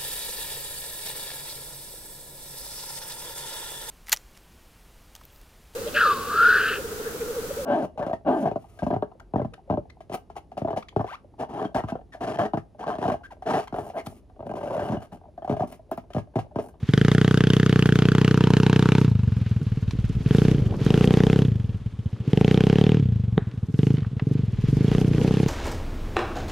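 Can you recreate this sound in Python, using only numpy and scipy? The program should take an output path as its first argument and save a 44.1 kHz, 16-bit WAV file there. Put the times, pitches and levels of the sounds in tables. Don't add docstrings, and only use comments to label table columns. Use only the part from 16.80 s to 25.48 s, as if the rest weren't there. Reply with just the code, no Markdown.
import sys
import numpy as np
from scipy import signal
from scipy.fft import rfft, irfft, next_fast_len
from scipy.io import wavfile
from scipy.ndimage import uniform_filter1d

SR = 44100
rng = np.random.default_rng(int(sys.argv[2]) if len(sys.argv) > 2 else 0)


def wav_out(sig):
    wavfile.write(sys.argv[1], SR, np.round(np.clip(np.atleast_2d(sig).T, -1, 1) * 32767).astype(np.int16))


N = 382788

SIZE = 4096
HZ, AGE, TIME = np.fft.rfftfreq(SIZE, 1 / SR), np.arange(SIZE) / SR, np.arange(N) / SR
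LEAD_MS = 4
LEAN_HZ, FULL_HZ = 17.9, 30.2

# f/Hz, relative level/dB
OPEN_PULSE = [(15, -87), (30, -23.5), (55, -10), (80, -10.5), (120, -0.5), (165, 2), (245, -6.5),
              (325, -11), (420, -7.5), (530, -15.5), (625, -31.5), (780, -22), (1050, -43), (9000, -94)]
# opens/s, shuts/s, speed aimed at/(firings per s),
# climb of that aim/(firings per s, each s), speed it falls back towards/(firings per s)
THROTTLE_PULLS = [(0.077, 2.233, 31.397, -0.195, 18.179), (3.465, 3.719, 32.85, 0, 11.446),
                  (4.019, 4.623, 31.34, 4.543, 12.807), (5.475, 6.164, 30.068, 13.085, 16.891),
                  (6.943, 7.109, 30.765, 0, 13.523), (7.406, 7.58, 26.91, 0, 11.378),
                  (7.785, 8.219, 21.661, 23.171, 24.56), (8.355, 8.7, 33.26, 0, 20)]


def amp(db):
    return 10 ** (np.asarray(db) / 20)


def evened(x):
    return x / np.sqrt(np.mean(x ** 2) + 1e-20)


def unit(x):
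    return x / np.linalg.norm(x, axis=-1, keepdims=True)


def follow(table, s):
    at, *columns = np.transpose(table)
    return [np.interp(s, at, column) for column in columns]


def shape(points, hz):
    f, db = np.transpose(points)
    return np.interp(np.log(hz + 1), np.log(f + 1), db)


def causal(db):
    cepstrum = irfft(np.log(amp(db)))
    cepstrum[..., 1:SIZE // 2] *= 2
    cepstrum[..., SIZE // 2 + 1:] = 0
    return np.exp(rfft(cepstrum))


def delayed(ms):
    return np.exp(-2j * np.pi * HZ * ms / 10 ** 3)


def coloured(x, points):
    size = next_fast_len(N)
    gain = amp(shape(points, np.fft.rfftfreq(size, 1 / SR)))
    return evened(irfft(rfft(x, size) * gain, size)[..., :N])


def pair(x, apart):
    return np.array([x[0] + apart * x[1], x[0] - apart * x[1]])


def add(mix, s, sound):
    start = max(round(s * SR), 0)
    part = mix[:, start:][:, :sound.shape[-1]]
    part += sound[..., :part.shape[1]]


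def crank(start_hz=16.523, spin_up_s=.093, run_down_s=.24, drag_s=.129):
    # t/s, speed lost/(firings per s)
    drag_table = [(1.084, .947), (2.138, -.896), (4.415, 1.877), (5.849, 2.184)]
    speed = np.full(N, start_hz)
    for opens, shuts, aim_hz, climb, rest_hz in THROTTLE_PULLS:
        changes = (opens, aim_hz, climb, spin_up_s), (shuts, rest_hz, 0, run_down_s)
        for s, hz, slope, lag_s in changes:
            age = np.maximum(TIME - s, 0)
            gap = np.interp(s, TIME, speed) - hz
            changed = hz + slope * age + gap * np.exp(-age / lag_s)
            speed = np.where(TIME > s, changed, speed)
    return speed - sum(lost * np.exp(-((TIME - s) / drag_s) ** 2) for s, lost in drag_table)


def charge(s, fill_lag_s=0.0013, fill_s=0.023, empty_lag_s=0.036, empty_s=0.03):
    # opening (0-1), relative thump/dB, relative crack/dB,
    # then relative thump/dB and crack/dB of the coast that follows
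    load_table = [(0.81, -16.5, -31.5, -22, -54), (0.89, -16.5, -39, -22, -54.5),
                  (0.95, -16.5, -36.5, -25, -59), (0.97, -16.5, -36.5, -25, -63.5),
                  (0.73, -17.5, -42.5, -24.5, -64), (0.78, -19.5, -71, -26, -62),
                  (0.91, -19, -38.5, -21, -74), (0.93, -18.5, -43, -45, -62)]
    full, load = np.zeros(len(s)), np.array(load_table[0])[:, None]
    for (opens, shuts, aim_hz, climb, rest_hz), levels in zip(THROTTLE_PULLS, load_table):
        rise = .5 + .5 * np.tanh((s - opens - fill_lag_s) / (2 * fill_s))
        fall = .5 + .5 * np.tanh((s - shuts - empty_lag_s) / (2 * empty_s))
        pulling = np.interp(aim_hz + climb * (s - opens), [LEAN_HZ, FULL_HZ], [0, 1])
        coasting = np.interp(rest_hz, [LEAN_HZ, FULL_HZ], [0, 1])
        full += rise * (pulling - full)
        full += fall * (coasting - full)
        load = load + rise * (np.array(levels)[:, None] - load)
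    return full, *load


def stumble(s, stumble_s=0.032):
    # t/s, level lost/dB, opening gained (0-1)
    stumble_table = [(.03, 2, 0), (2.81, 2, 0.35), (2.97, 2.5, 0.39), (3.14, 4.5, 0.48), (3.3, 2.5, 0.42),
                     (3.41, 4.5, 0.23), (3.78, 3.5, 0.38), (3.96, 7.5, 0.55), (5, 8, 0.1), (5.13, 6.5, 0),
                     (6.6, 3, 0.15), (6.72, 8, .45), (6.88, 4, 0.33), (7.18, 3, 0.28), (7.32, 4.5, 0.37)]
    return sum(np.outer(change, np.exp(-((s - at) / stumble_s) ** 2)) for at, *change in stumble_table)


def effort(s, speed, thump_curve=0.96, crack_curve=1.76,
           coast_hz=21, thump_db_per_hz=.65, crack_db_per_hz=.5):
    full, opening, thump_db, crack_db, coast_db, coast_crack_db = charge(s)
    lost_db, gained = stumble(s)
    coast_thump = coast_db + thump_db_per_hz * (np.minimum(speed, FULL_HZ) - coast_hz)
    coast_crack = coast_crack_db + crack_db_per_hz * (speed - coast_hz)
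    throttle = np.clip(opening * full + gained, 0, 1.15)
    thump = coast_thump + (thump_db - coast_thump) * full ** thump_curve - lost_db
    crack = coast_crack + (crack_db - coast_crack) * full ** crack_curve - lost_db
    return throttle, thump, crack


def thumps(throttle, speed, lost_db, late_per_db=0.12, late_ms=13.5, uneven_db=-0.7,
           slow_ms=2.0, valve_hz=170, valve_db=24, rise_ms=0.96):
    # f/Hz, relative level/dB
    shut_pulse = [(15, -49), (30, -27.5), (52, -9.5), (80, 0), (115, 7.5), (150, -5), (200, -5),
                  (245, -13.5), (310, -39.5), (440, -28), (620, -41), (1500, -72.5), (9000, -75.5)]
    half_pulse = [(15, -48), (30, -27), (55, -17.5), (78, -15.5), (105, 0), (138, 4.5), (180, -4),
                  (220, -10.5), (265, -6), (335, -17), (435, -18), (600, -45.5), (1500, -60.5),
                  (9000, -99.5)]
    chance = rng.standard_normal((len(speed), 3, 1))
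    shut = np.clip(1 - throttle, 0, 1)
    low, high = np.clip(1 - 2 * throttle, 0, 1), np.clip(2 * throttle - 1, 0, 1.2)
    colour = low * shape(shut_pulse, HZ) + (1 - low - high) * shape(half_pulse, HZ)
    colour = colour + high * shape(OPEN_PULSE, HZ)
    rounding = valve_db * np.tanh((HZ / (valve_hz * (2 + 2 * throttle))) ** 2)
    ring = causal(colour + rounding) * amp(-rounding) * delayed(rise_ms + slow_ms * shut)
    starved = shut * np.clip((25 - speed) / 5, 0, 1)
    late = np.clip(late_per_db * lost_db + 0.23 * starved * chance[:, 0], 0, .7)
    ring = ring * (1 - late + late * delayed(late_ms + 1.54 * chance[:, 1]))
    pulses = unit(irfft(ring * delayed(LEAD_MS - 3.6 * shut)))
    return pulses * amp((uneven_db * starved - 0.46) * chance[:, 2])


def cracks(s, throttle, at_ms=.2, burst_ms=1.0, tail_db=-16, tail_ms=9.0, shock=1.75, apart=0.027,
           uneven_db=1.0, shut_tail_db=24, rasp_hz=2910, rasp_width_hz=850):
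    # f/Hz, relative level/dB
    crack_curve = [(150, -39.5), (550, -1.5), (900, 2.5), (1100, 0.5), (1500, 3.5), (2200, -1.5), (3200, 0),
                   (4300, -12), (6500, -17.5), (9000, -27), (13000, -31.5), (16000, -42)]
    # t/s, delay of the ground echo/ms, strength of the echo, lag at the left ear/ms
    place_table = [(0, 0.57, 0.72, 0.036), (1.1, 0.65, 0.37, 0.059), (2.2, 0.78, 0.49, 0.031),
                   (3.6, 0.66, 0.17, 0.058), (4.4, 0.655, 0.044, 0.0017), (8.68, 0.4, 0.042, .012)]
    # t/s, f/Hz, height/dB, height of its broad upper rasp/dB
    pipe_table = [(0, 760, 1, -3), (1.1, 1000, -4, 0), (1.7, 920, 8.5, -1.5), (2.3, 920, 11.5, -3.5),
                  (3.5, 760, -18, 2), (4.4, 797, 2, 3), (6, 890, 6.5, 6), (8.68, 720, 12, 1.5)]
    echo_ms, echo, lag_ms = (c[:, None] for c in follow(place_table, s))
    pipe_hz, pipe_db, rasp_db = (c[:, None] for c in follow(pipe_table, s))
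    ms = AGE * 10 ** 3 - LEAD_MS - at_ms
    burst = np.exp(-(ms / burst_ms) ** 2)
    tail = amp(tail_db + shut_tail_db * np.clip(1 - throttle, 0, 1)) * np.exp(-abs(ms) / tail_ms) * (ms > -1)
    gas = pair(rng.standard_normal((2, len(s), SIZE)), apart) * (burst + tail)
    ring_db = pipe_db / (1 + ((HZ - pipe_hz) / 60) ** 2)
    upper_db = rasp_db * np.exp(-((HZ - rasp_hz) / rasp_width_hz) ** 2)
    body = causal(shape(crack_curve, HZ) + ring_db + upper_db)
    spectrum = (rfft(gas) + shock * delayed(LEAD_MS + at_ms)) * body * (1 + echo * delayed(echo_ms))
    spectrum[0] *= delayed(lag_ms)
    return unit(irfft(spectrum)) * amp(uneven_db * rng.standard_normal((len(s), 1)))


def jets(count, decay_s=0.0036, apart=0.17):
    # f/Hz, relative level/dB
    jet_curve = [(1000, -42), (3000, 9.5), (4500, 2.5), (6600, -2), (7800, -9.5), (8800, -8), (12500, -16),
                 (16000, -38)]
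    gas = pair(rng.standard_normal((2, count, SIZE)), apart) * np.exp(-AGE / decay_s)
    return unit(irfft(rfft(gas) * causal(shape(jet_curve, HZ)) * delayed(LEAD_MS)))


def engine(thump_db=0.04, crack_db=-0.07, jet_db=-15):
    speed = crank()
    at = np.flatnonzero(np.diff(np.floor(.5 + np.cumsum(speed) / SR)))
    s, speed = at / SR, speed[at, None]
    throttle, thump_level, crack_level = (c[:, None] for c in effort(s, speed[:, 0]))
    lost_db = stumble(s)[0, :, None]
    pulses = amp(thump_level + thump_db) * thumps(throttle, speed, lost_db)
    gas = cracks(s, throttle) + amp(jet_db) * jets(len(s))
    pulses = pulses + amp(crack_level + crack_db) * gas
    pulses *= np.sqrt(SR / speed)
    out = np.zeros((2, N))
    for k, start in enumerate(s):
        add(out, start - LEAD_MS / 10 ** 3, pulses[:, k])
    return out


def shell(x, ring_db=-10, t60=0.11, onset_s=0.0034):
    # f/Hz, relative level/dB
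    shell_curve = [(120, -16.5), (260, -3.5), (380, -4), (520, -4.5), (680, 0.5), (900, -3), (1400, -10),
                   (4000, -23.5)]
    fade = amp(-60 * AGE / t60) * (1 - np.exp(-AGE / onset_s))
    taps = pair(rng.standard_normal((2, SIZE)), 0.13) * fade
    ring = irfft(rfft(unit(taps)) * causal(shape(shell_curve, HZ)))
    return amp(ring_db) * signal.fftconvolve(x, ring, axes=1)[:, :N]


def trees(x, wet_db=-25, t60=0.052):
    t = TIME[:SR // 2]
    hits = rng.standard_normal((2, len(t))) * (rng.random((2, len(t))) < 2000 / SR)
    taps = hits * (t > .012) * amp(-60 * t / t60)
    return amp(wet_db) * signal.fftconvolve(x, unit(taps), axes=1)[:, :N]


def patter(per_s, spread_db, grain_db, flicker_db=2.5):
    sizes = amp(spread_db * np.minimum(rng.exponential(1, (2, N)), 4.5))
    grains = sizes * (rng.random((2, N)) < per_s / SR) * rng.choice([-1, 1], (2, N))
    flicker = evened(uniform_filter1d(rng.standard_normal(N), size=900))
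    wash = rng.standard_normal((2, N))
    return (wash + amp(grain_db) * evened(grains)) * amp(flicker_db * flicker)


def wheels(rumble_db=5.0, spray_db=-2, fizz_db=-3,
           driven_rumble_db=5.0, driven_spray_db=10.5, driven_fizz_db=14):
    # t/s, then relative level/dB of ruts, loose mud and fine fizz
    ground_table = [(0, -59, -55, -65), (1.7, -45.5, -53.5, -67), (2.5, -55, -52.5, -64),
                    (3.35, -52, -52, -60.5), (3.9, -36.5, -50, -59.5), (4.6, -42.5, -52.5, -65),
                    (5.05, -59.5, -62.5, -71), (5.8, -44, -53, -67.5), (6.15, -56, -54, -72.5),
                    (6.4, -54, -58.5, -76), (6.9, -58.5, -69.5, -67.5), (7.2, -58, -55.5, -67),
                    (7.35, -53.5, -65, -75.5), (7.8, -51, -52, -64.5), (8.4, -38, -53, -60.5),
                    (8.68, -45.5, -50, -63)]
    # f/Hz, relative level/dB
    rumble_curve = [(30, -21), (90, -10.5), (180, 10), (300, 7.5), (440, 5), (610, -6.5), (900, -14.5),
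                    (1400, -21), (4000, -54)]
    spray_curve = [(300, -22), (800, 1.5), (1600, 0.5), (2200, 0.5), (3200, -0.5), (4400, -6), (7000, -17),
                   (14000, -74.5)]
    fizz_curve = [(2000, -39.5), (4500, 4), (6500, 3), (8000, -3), (9000, -2), (12500, -7.5), (15000, -17),
                  (16500, -37.5)]
    ruts, mud, grit = follow(ground_table, TIME)
    steps = np.linspace(0, N / SR, 1000)
    drive = np.interp(TIME, steps, charge(steps)[0])
    rumble = ruts + driven_rumble_db * drive + rumble_db
    spray = mud + driven_spray_db * drive + spray_db
    fizz = grit + driven_fizz_db * drive + fizz_db
    out = amp(rumble) * coloured(pair(patter(150, 1.0, -17), 0.12), rumble_curve)
    out += amp(spray) * coloured(pair(patter(700, 8.8, -17.5), 0.19), spray_curve)
    sides = amp([[-2.2], [1.8]])
    return out + amp(fizz) * coloured(pair(patter(1100, 5.1, 1), 0.7), fizz_curve) * sides


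def bush(bush_db=-59.0):
    # f/Hz, relative level/dB
    bush_curve = [(200, 2.5), (1200, 3), (2100, -6.5), (2900, -7), (3600, -4), (4400, -13.5), (9000, -19.5),
                  (16000, -41.5)]
    return amp(bush_db) * coloured(pair(rng.standard_normal((2, N)), 0.17), bush_curve)


def wind(wind_db=-2):
    # t/s, relative level/dB
    gust_table = [(0, -51), (2.3, -63), (3.2, -32.5), (3.9, -32), (5, -39), (5.6, -61), (7.5, -47),
                  (7.85, -30.5), (8.68, -35)]
    # f/Hz, relative level/dB
    wind_curve = [(5, -20), (20, -7.5), (38, -1.5), (60, 3), (110, -21.5), (300, -45.5), (1000, -80.5)]
    gust, = follow(gust_table, TIME)
    return amp(gust + wind_db) * coloured(pair(rng.standard_normal((2, N)), 0.29), wind_curve)


def knocks(knock_db=-7, length_s=0.0068, decay_s=0.003, tail_db=-18, tail_s=0.021):
    # t/s, relative level/dB, low edge f/Hz, high edge f/Hz
    knock_table = [(3.109, -31, 800, 5060), (3.292, -46, 2000, 6940), (3.924, -27, 300, 900),
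                   (3.939, -25, 250, 790), (5.363, -43, 800, 1390), (6.714, -44, 700, 4000),
                   (7.170, -36, 1190, 3300), (7.183, -36, 1000, 2770), (7.205, -43, 1300, 3503),
                   (7.23, -41, 900, 2480), (7.247, -35, 800, 1660), (7.396, -26.5, 500, 2440),
                   (7.883, -40, 600, 2502), (8.333, -33, 900, 3000)]
    out = np.zeros((2, N))
    fade = np.exp(-AGE / decay_s) + amp(tail_db) * np.exp(-AGE / tail_s)
    for s, db, low_hz, high_hz in knock_table:
        blow = pair(rng.standard_normal((2, SIZE)), 0.15) * fade
        band_db = -10 * np.log10(1 + (low_hz / (HZ + 20)) ** 4 + (HZ / high_hz) ** 8)
        ring = irfft(rfft(blow) * causal(band_db))
        add(out, s, amp(db + knock_db) * unit(ring) * np.sqrt(SR * length_s))
    return out


def backfire(crack_db=3, crack_s=0.00091, tail_db=-33, tail_s=0.11):
    # t/s, level of the boom's peak/dB
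    pop_moment = (6.5785, -5.5)
    # f/Hz, relative level/dB
    pop_curve = [(200, 2), (900, -6), (1550, 2.5), (2900, -15), (3800, -11.5), (4700, -33), (7000, -35),
                 (16000, -64)]
    s, db = pop_moment
    age, out = TIME[:SR // 2], np.zeros((2, N))
    boom = irfft(causal(shape(OPEN_PULSE, HZ)))
    fade = np.exp(-age / crack_s) + amp(tail_db) * np.exp(-age / tail_s)
    gas = pair(rng.standard_normal((2, len(age))), 0.05) * fade
    crack = signal.fftconvolve(gas, irfft(causal(shape(pop_curve, HZ)))[None])
    add(out, s, amp(crack_db) * unit(crack))
    add(out, s, boom / abs(boom).max())
    return amp(db) * out


def scene():
    exhaust = engine() + backfire()
    return exhaust + shell(exhaust) + trees(exhaust) + wheels() + knocks() + bush() + wind()


def record(dry, edge_hz=15700):
    low_pass = signal.firwin(511, edge_hz, window=("kaiser", 9), fs=SR)
    return signal.oaconvolve(dry, low_pass[None], "same")


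dry = scene()
out = record(dry)
wav_out(out)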